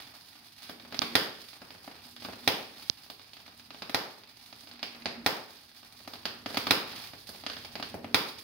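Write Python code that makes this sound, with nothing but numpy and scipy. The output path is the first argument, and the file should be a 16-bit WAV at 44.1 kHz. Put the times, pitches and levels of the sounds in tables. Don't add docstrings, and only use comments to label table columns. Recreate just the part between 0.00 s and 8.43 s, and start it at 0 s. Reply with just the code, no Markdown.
import sys
import numpy as np
from scipy import signal
from scipy.fft import rfft, irfft
from scipy.io import wavfile

SR = 44100
rng = np.random.default_rng(int(sys.argv[2]) if len(sys.argv) > 2 else 0)


def level_to_linear(level):
    exponent = np.asarray(level, float) / 20
    return 10 ** exponent


def generate_wav(signal):
    frames = np.transpose(np.atleast_2d(signal))
    scaled = np.clip(frames, -1, 1) * 32767
    pcm = np.round(scaled).astype(np.int16)
    wavfile.write(sys.argv[1], SR, pcm)


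N = 371772

# time_s, level_db
RUMBLE = [(0.0, -66), (0.4, -74), (1.4, -69), (3.5, -72), (4.1, -72.5), (6.5, -69.5), (7.0, -64),
          (7.9, -63.5), (8.43, -67)]
# frequency_hz, level_db
ROOM_TONE = [(18, -42), (30, -11.5), (102, 6), (200, -7), (260, -30), (440, -120)]
# time_s, level_db, brightness_db
BURN = [(0.0, -47, 0.1), (0.15, -58, 0.1), (0.42, -55.5, -1.5), (0.56, -65, 8), (0.8, -60, -2.5),
        (1.1, -50, 6.5), (1.6, -60, -3), (2.2, -53, 2), (3.0, -57, 1.5), (3.6, -63, -2), (4.3, -60, 2.5),
        (4.8, -60.5, -3.5), (5.6, -59.5, 1.5), (6.2, -65.5, -3.5), (6.65, -56, -1), (7.2, -57, 3.2),
        (7.9, -63, -4), (8.43, -65, -0.5)]
# start_s, rise_db, length_s, brightness_db
FLARES = [(0.584, 14.5, 0.12, 1.5), (1.4, -1, 0.11, 15.5), (1.906, 0.5, 0.1, 1.5), (2.246, -4, 0.048, -7),
          (2.736, 4.5, 0.1, 2), (4.13, 3, 0.041, -3), (5.12, 1, 0.16, -5), (5.9, 4.5, 0.1, 1.5),
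          (6.467, 7, 0.068, 13), (6.869, 11.5, 0.19, 1), (7.495, 5.5, 0.15, 6), (7.65, 2, 0.14, 4),
          (8.36, 2, 0.041, 14)]
# start_s, change_db, length_s, brightness_db
LULLS = [
    (2.1, -14, 0.09, 1.5),
    (3.1, -14, 0.061, 3),
    (7.2, -6.5, 0.053, -4),
    (6.2, -1, 0.055, -1),
    (4.95, 1.5, 0.072, -3),
]
# start_s, change_db, length_s
FIZZES = [(0.268, 5, 0.02), (1.324, -1, 0.1), (1.905, -4.5, 0.045), (2.03, 3, 0.13), (2.193, 7, 0.063),
          (2.7, -3, 0.081), (3.45, -4.5, 0.094), (3.574, 5.5, 0.026), (4.2, -5, 0.15), (4.433, 4, 0.04),
          (4.574, 4.5, 0.037), (5.82, -2, 0.08), (5.966, 4, 0.07), (6.087, 7, 0.035), (7.188, 7.5, 0.033),
          (7.258, 5, 0.031), (7.35, 4, 0.034), (7.82, 4, 0.091), (8.276, 17, 0.021), (8.38, 7, 0.033)]
# start_s, peak_db
TICKS = [(0.568, -47), (0.83, -46), (1.394, -44), (2.068, -43), (2.204, -40), (3.213, -44), (3.243, -45),
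         (3.4, -41), (3.461, -40), (4.56, -46), (4.736, -43), (4.756, -41), (4.772, -46), (4.792, -36),
         (4.947, -36), (5.514, -46), (5.714, -44), (6.048, -42), (6.23, -42), (6.556, -28), (7.533, -32)]
# start_s, peak_db, sharpness_db, top_spit_db
SHORTS = [(0.694, -22.5, -3, 4), (0.923, -21.5, -3, -2), (0.943, -22, 2.5, 4), (1.017, -10.5, 1, -1),
          (1.617, -27.5, -5, 0), (1.876, -27.5, -8.5, -5), (2.248, -20.5, -2.5, -1), (2.285, -28.5, -21, 3),
          (2.331, -27.5, -2, -5), (3.099, -27.5, 1.5, 11), (3.82, -19.5, 0, -2), (3.894, -21, 0, 4.5),
          (4.828, -19, 5.5, 3), (5.056, -12, 0.1, -11), (6.075, -24.5, -0.3, 6), (6.134, -26.5, 2, 8.5),
          (6.253, -14, 2.5, 1), (6.459, -16.5, -1, -4), (6.503, -23, -6, 4.5), (6.543, -17.5, -2, 2.5),
          (6.57, -9.5, 1, 3), (6.668, -11.5, 0, -1), (7.29, -27.5, -8.5, 12.5), (7.463, -19, 4.5, -15),
          (7.498, -22.5, 3, -7), (7.753, -18.5, -0.8, -2), (7.797, -22, -3.5, 2), (7.825, -19.5, 3.5, -2),
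          (7.941, -27, -27, 7), (8.043, -22, -7, -4)]
# start_s, peak_db, sharpness_db
HOPS = [(0.797, -35.5, 5), (0.849, -30.5, -6), (1.53, -36.5, 5), (1.704, -30, 1.5), (1.748, -32.5, -5),
        (1.912, -33, -1), (2.163, -35, 7), (2.221, -29.5, 1), (3.061, -39.5, 0.1), (3.194, -36, 2.5),
        (3.332, -45.5, 14.5), (3.367, -38, 6.5), (3.478, -35, 2.5), (3.595, -40, 8.5), (3.704, -29, 2.5),
        (3.744, -30, 0.5), (4.234, -41, 7), (4.526, -33, 5), (4.671, -34.5, 3), (4.712, -40, 10),
        (5.02, -39.5, 8), (5.829, -36.5, 1.5), (6.001, -36.5, -2), (6.155, -33.5, 3), (7.133, -27.5, -3),
        (7.347, -31, 0), (7.436, -28.5, 0.5), (7.566, -26, 1.5), (7.647, -26, 1.5), (8.29, -42, 11)]
# start_s, peak_db, hum_before_db
BREAKS = [
    (1.152, -1, -43),
    (2.475, -2, -51),
    (3.944, -6, -58),
    (5.261, -3.5, -46.5),
    (6.707, -0.5, -47),
    (8.143, -1.5, -45),
]
SHOCK_DB = [12.1, 9.2, 8.1, 5.6]
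SHARP_SHARE = [-0.63, -0.18, 1.09, -0.022]
SPLIT_HZ = [500, 2500, 7000]
# start_s, peak_db
PICKUPS = [
    (0.992, -3.5),
    (2.8987, 0),
]
# start_s, peak_db
STATIC = [(2.042, -40), (2.056, -42), (2.069, -37), (2.091, -40), (2.097, -40), (2.111, -36), (2.122, -42),
          (2.163, -35), (2.334, -40), (3.578, -37), (4.563, -38), (4.737, -40), (6.35, -38)]
# frequency_hz, t60_s
ROOM_T60 = [(80, 0.23), (210, 0.56), (560, 0.56), (1470, 0.53), (3880, 0.5), (10200, 0.4)]
# delay_ms, level_db
ECHOES = [(1.7, -6), (2.6, -11), (4.1, -9), (6.4, -9), (8.2, -12), (11.0, -11)]
# frequency_hz, level_db, t60_s
BAYS = [(98, -35.5, 0.082), (196, -37, 0.082), (245.7, -26, 0.034), (280, -41, 0.041), (421.3, -46, 0.32),
        (628.6, -24, 0.022), (711, -35.5, 0.079), (806, -19.5, 0.016), (1130, -53, 0.027),
        (1250, -37.5, 0.041)]
# frequency_hz, left_db, right_db
PORTS = [(38, -15, -15), (85, -10, -7), (248, -3.5, -2), (766, 0.5, -0.5), (1390, -0.5, -2.5),
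         (2660, -1, -3), (4120, -5, 1.5), (5065, -12, 4), (5356, -13.5, -4.5), (7620, -34, -20),
         (8920, -23, -12), (11640, -13.5, -10), (14000, -9, -45), (15740, -7.5, -8.5)]

FIRST_STRIKE_S, CLIMB_S = 0.15, 1.4
HUM_FOOT_DB, HUM_BEND = -86.5, 1
SHORTED_HUM_DB, REGROW_S = -3.5, 0.13
RUMBLE_CLIMB_DB = 5.5
FLARE_EDGE_S = 0.013
ROAR_DB = -5
CORONA_DB, CORONA_FOLLOWS, CORONA_BRIGHT = -66.5, 0.6, 0.29
TICK_SHARP_DB, TICK_SPIT_DB = 5, 3
TOP_FADES = 0.17
ONSET_S = 0.0015
FAR_END_MS, FAR_END_DB = 0.9, -13
DIRECT_DB, BUILD_S = 3.5, 0.002
RIGHT_LAG = 4
SECOND_TEAR_MS = 0.55
CUTOFF_HZ = 15740


def rms_one(x):
    return x / np.sqrt(np.mean(x ** 2) + 1e-20)


def at_hz(points, hz, column=1):
    table = np.array(points)
    return np.interp(np.log(np.maximum(hz, 1)), np.log(table[:, 0]), table[:, column])


def drift(rate):
    pole = np.exp(-80 * np.pi * rate / SR)
    noise = rng.standard_normal(N // 40 + 2002)
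    slow = signal.lfilter([1], [1, -2 * pole, pole * pole], noise)[2000:]
    return np.interp(np.arange(N) / 40, np.arange(len(slow)), rms_one(slow))


def band_pass(order, low_hz, high_hz, x):
    return signal.sosfilt(signal.butter(order, [low_hz, high_hz], "band", fs=SR, output="sos"), x)


def four_bands(x):
    below = [signal.sosfilt(signal.butter(2, hz, fs=SR, output="sos"), x) for hz in SPLIT_HZ]
    return np.diff([0 * x, *below, x], axis=0)


def climb():
    s, _, hum_db = np.transpose(BREAKS)
    marks = np.r_[FIRST_STRIKE_S, s, s[-1] + CLIMB_S]
    turns = np.interp(np.arange(N) / SR, marks, np.arange(len(marks)))
    return turns % 1, np.r_[hum_db, hum_db.mean()][turns.astype(int)]


def swell(t, start, length):
    nearest_edge = np.minimum(t - start, (start + length - t) / 2)
    return np.clip(nearest_edge / FLARE_EDGE_S + 1, 0, 1)


def column_levels():
    t = np.arange(0, N / SR, 0.001)
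    clock = np.arange(N) / SR
    s, *controls = np.transpose(BURN)
    level_db, bright_db = [np.interp(t, s, c) for c in controls]
    for start, rise_db, length, tip_db in FLARES + LULLS:
        lit = swell(t, start, length)
        level_db = level_db + rise_db * lit
        bright_db = bright_db + tip_db * lit

    height, tip_hum_db = climb()
    hum_db = HUM_FOOT_DB + (tip_hum_db - HUM_FOOT_DB) * height ** HUM_BEND
    shorts = np.transpose(SHORTS)[0]
    since_short = t - np.r_[-1, shorts][np.searchsorted(shorts, t)]
    hum_db = hum_db + np.interp(clock, t, SHORTED_HUM_DB * np.exp(-since_short / REGROW_S))

    corona_db = CORONA_DB + CORONA_FOLLOWS * (level_db + 57) + CORONA_BRIGHT * bright_db
    corona_db += sum(rise_db * swell(t, start, length) for start, rise_db, length in FIZZES)
    hiss_db = [level_db + ROAR_DB - bright_db, level_db, corona_db]
    return hum_db, *[np.interp(clock, t, c) for c in hiss_db]


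def room_tone():
    shape = level_to_linear(at_hz(ROOM_TONE, np.fft.rfftfreq(N, 1 / SR)))
    mid, side = irfft(rfft(rng.standard_normal((2, N))) * shape, N)
    level = level_to_linear(np.interp(np.arange(N) / SR, *np.transpose(RUMBLE)) + RUMBLE_CLIMB_DB * climb()[0])
    return level * rms_one(mid + 0.22 * side * [[1], [-1]])


def hum():
    level = level_to_linear(column_levels()[0] + 2.5 * drift(30) + 0.5 * drift(8))
    pitch_hz = 239 + 4 * drift(20)
    tone = np.sin(2 * np.pi * np.cumsum(pitch_hz) / SR + [[0.3], [0]])
    mid, side = rng.standard_normal((2, N))
    flutter = rms_one(band_pass(2, 190, 350, mid + 0.13 * side * [[1], [-1]]))
    flutter_level = level * level_to_linear(-9.0) + level_to_linear(-85.5)
    return (level * tone + flutter_level * flutter) * level_to_linear(np.array([[-1.2], [1.2]]))


def column(count=4):
    _, roar_db, sizzle_db, corona_db = column_levels()
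    clumps = 1.5 * np.tanh(drift(40) / 1.5)
    levels = [roar_db - 18.5, roar_db - 12.5, sizzle_db - 17.0, corona_db + 5.5]
    gains = [level_to_linear(level_db + clumps + 1.5 * drift(30) + drift(90)) for level_db in levels]
    heights = []
    for _ in range(count):
        sizes = level_to_linear(3.5 * np.minimum(rng.exponential(1, N), 4.5)) * rng.choice([-1, 1], N)
        born = rng.random(N) < 120 * level_to_linear(4.0 * clumps) / SR
        sparks = rms_one(sizes * born) + 0.45 * rng.standard_normal(N)
        heights.append(sum(gain * rms_one(band) for gain, band in zip(gains, four_bands(sparks))))
    return heights - 0.53 * band_pass(1, 400, 720, heights)


def room_response(early_db, early_s, tail_db, tear_share):
    size = SR // 2
    t = np.arange(size) / SR
    edges = 45 * 2 ** np.arange(0, 8.8, 0.5)
    tail = np.zeros((2, size))
    for low, high in zip(edges, edges[1:]):
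        mid, side = band_pass(2, low, high, rng.standard_normal((2, size)))
        alike = 1 / (1 + (low / 430.0) ** 2)
        late_fall = level_to_linear(tail_db - 60 * t / at_hz(ROOM_T60, np.sqrt(low * high)))
        early_fall = level_to_linear(early_db - 60 * t / early_s)
        both = np.sqrt(1 + alike) * mid + np.sqrt(1 - alike) * side * [[1], [-1]]
        tail += (late_fall + early_fall) * both

    for (hz, bay_db, t60), (spread, skew) in zip(BAYS, rng.normal(0, 1, (len(BAYS), 2))):
        fall = level_to_linear(bay_db + 0.88 * np.tanh(spread) - 60 * t / t60)
        tail += fall * np.cos(2 * np.pi * hz * t + 0.16 * skew * np.array([[1], [-1]]))
    tail *= np.clip(t / BUILD_S, 0, 1)

    rays = np.zeros((2, size))
    rays[[0, 1], [0, RIGHT_LAG]] = level_to_linear(DIRECT_DB)
    for (ms, echo_db), (shift, skew) in zip(ECHOES, rng.normal(0, 1, (len(ECHOES), 2))):
        at = ms * SR / 1000 * (1 + 0.06 * shift)
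        rays[[0, 1], [int(at), int(max(at + 5 * skew, 0))]] += level_to_linear(echo_db)
    _, _, upper, top = four_bands(rays + 1e-18)
    second_tear = np.roll(upper + top, int(SECOND_TEAR_MS * SR / 1000), axis=1)
    tail += tear_share * second_tear * [[0.4], [1]]
    return tail + rays + [[0], [0.6]] * upper - 0.95 * top


def colour(x, gain_db):
    cepstrum = irfft(np.log(level_to_linear(gain_db)))
    half = len(cepstrum) // 2
    cepstrum[1:half] *= 2
    cepstrum[half + 1:] = 0
    return signal.oaconvolve(x, irfft(np.exp(rfft(cepstrum)))[:half])[:len(x)]


def snaps(count=4):
    breaks = [(s, peak_db, 0, 0) for s, peak_db, _ in BREAKS]
    hops = [(*hop, 0) for hop in HOPS]
    ticks = [(*tick, TICK_SHARP_DB, TICK_SPIT_DB) for tick in TICKS]
    rows = np.array(breaks + SHORTS + hops + ticks)
    parts_db = rows[:, 1:2] + SHOCK_DB + rows[:, 2:3] * SHARP_SHARE
    parts_db[:, 3] += TOP_FADES * rows[:, 1] + rows[:, 3]
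    clicks = np.zeros((count, 4, N))
    for k, (s, gain) in enumerate(zip(rows[:, 0] + ONSET_S, level_to_linear(parts_db))):
        place = 0 if k < len(BREAKS) else 1 + k % (count - 1)
        clicks[place, :, int(s * SR)] = -gain
        late = int((s + FAR_END_MS * rng.uniform(0.15, 1) / 1000) * SR)
        clicks[place, 1:, late] -= gain[1:] * level_to_linear(FAR_END_DB)
    return sum(four_bands(clicks[:, b] + 1e-18)[b] for b in range(4))


def pickup():
    kicks = np.zeros(N)
    for s, peak_db in PICKUPS:
        kicks[int((s - 0.0005) * SR)] = level_to_linear(peak_db)
    t = np.arange(1200) / SR
    ring_hz, ring_s, swing_s = 4750, 0.00017, 0.0008
    late = t - 0.0006
    ring_width = ring_s * np.where(late > 0, 1.6, 1)
    shape = -np.cos(2 * np.pi * ring_hz * late) * np.exp(-(late / ring_width) ** 2)
    shape += 0.09 * np.maximum(late / swing_s, 0) * np.exp(1 - late / swing_s)
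    shape -= 0.16 * np.exp(-(late / 0.000085) ** 2)
    coupling = signal.butter(2, 130.0, "high", fs=SR, output="sos")
    shape = signal.sosfilt(coupling, shape)
    return signal.oaconvolve(kicks, shape)[:N] * [[0.05], [1]]


def static():
    s, peak_db = np.transpose(STATIC)
    kicks = np.full(N, 1e-18)
    kicks[(s * SR).astype(int)] = level_to_linear(peak_db + 5.0)
    return band_pass(2, 7500, 14000, kicks)


def scene():
    air = 0
    for shocks, burning, tear_share in zip(snaps(), column(), [1.3, 0, 0, 0]):
        response = room_response(early_db=-17.5, early_s=0.025, tail_db=-27, tear_share=tear_share)
        air = air + signal.oaconvolve((shocks + burning)[None], response, axes=1)[:, :N]
    hz = np.fft.rfftfreq(4096, 1 / SR)
    ports = np.array([colour(air[k], at_hz(PORTS, hz, column=k + 1)) for k in range(2)])
    return ports + hum() + room_tone() + pickup() + static()


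def band_limit(x):
    return signal.sosfilt(signal.butter(12, 16980, fs=SR, output="sos"), x)


def record(dry):
    held = dry / (1 + dry ** 8) ** (1 / 8)
    low_pass = signal.ellip(8, 0.5, 42, CUTOFF_HZ, fs=SR, output="sos")
    return band_limit(signal.sosfilt(low_pass, held))


dry = scene()
out = record(dry)
generate_wav(out)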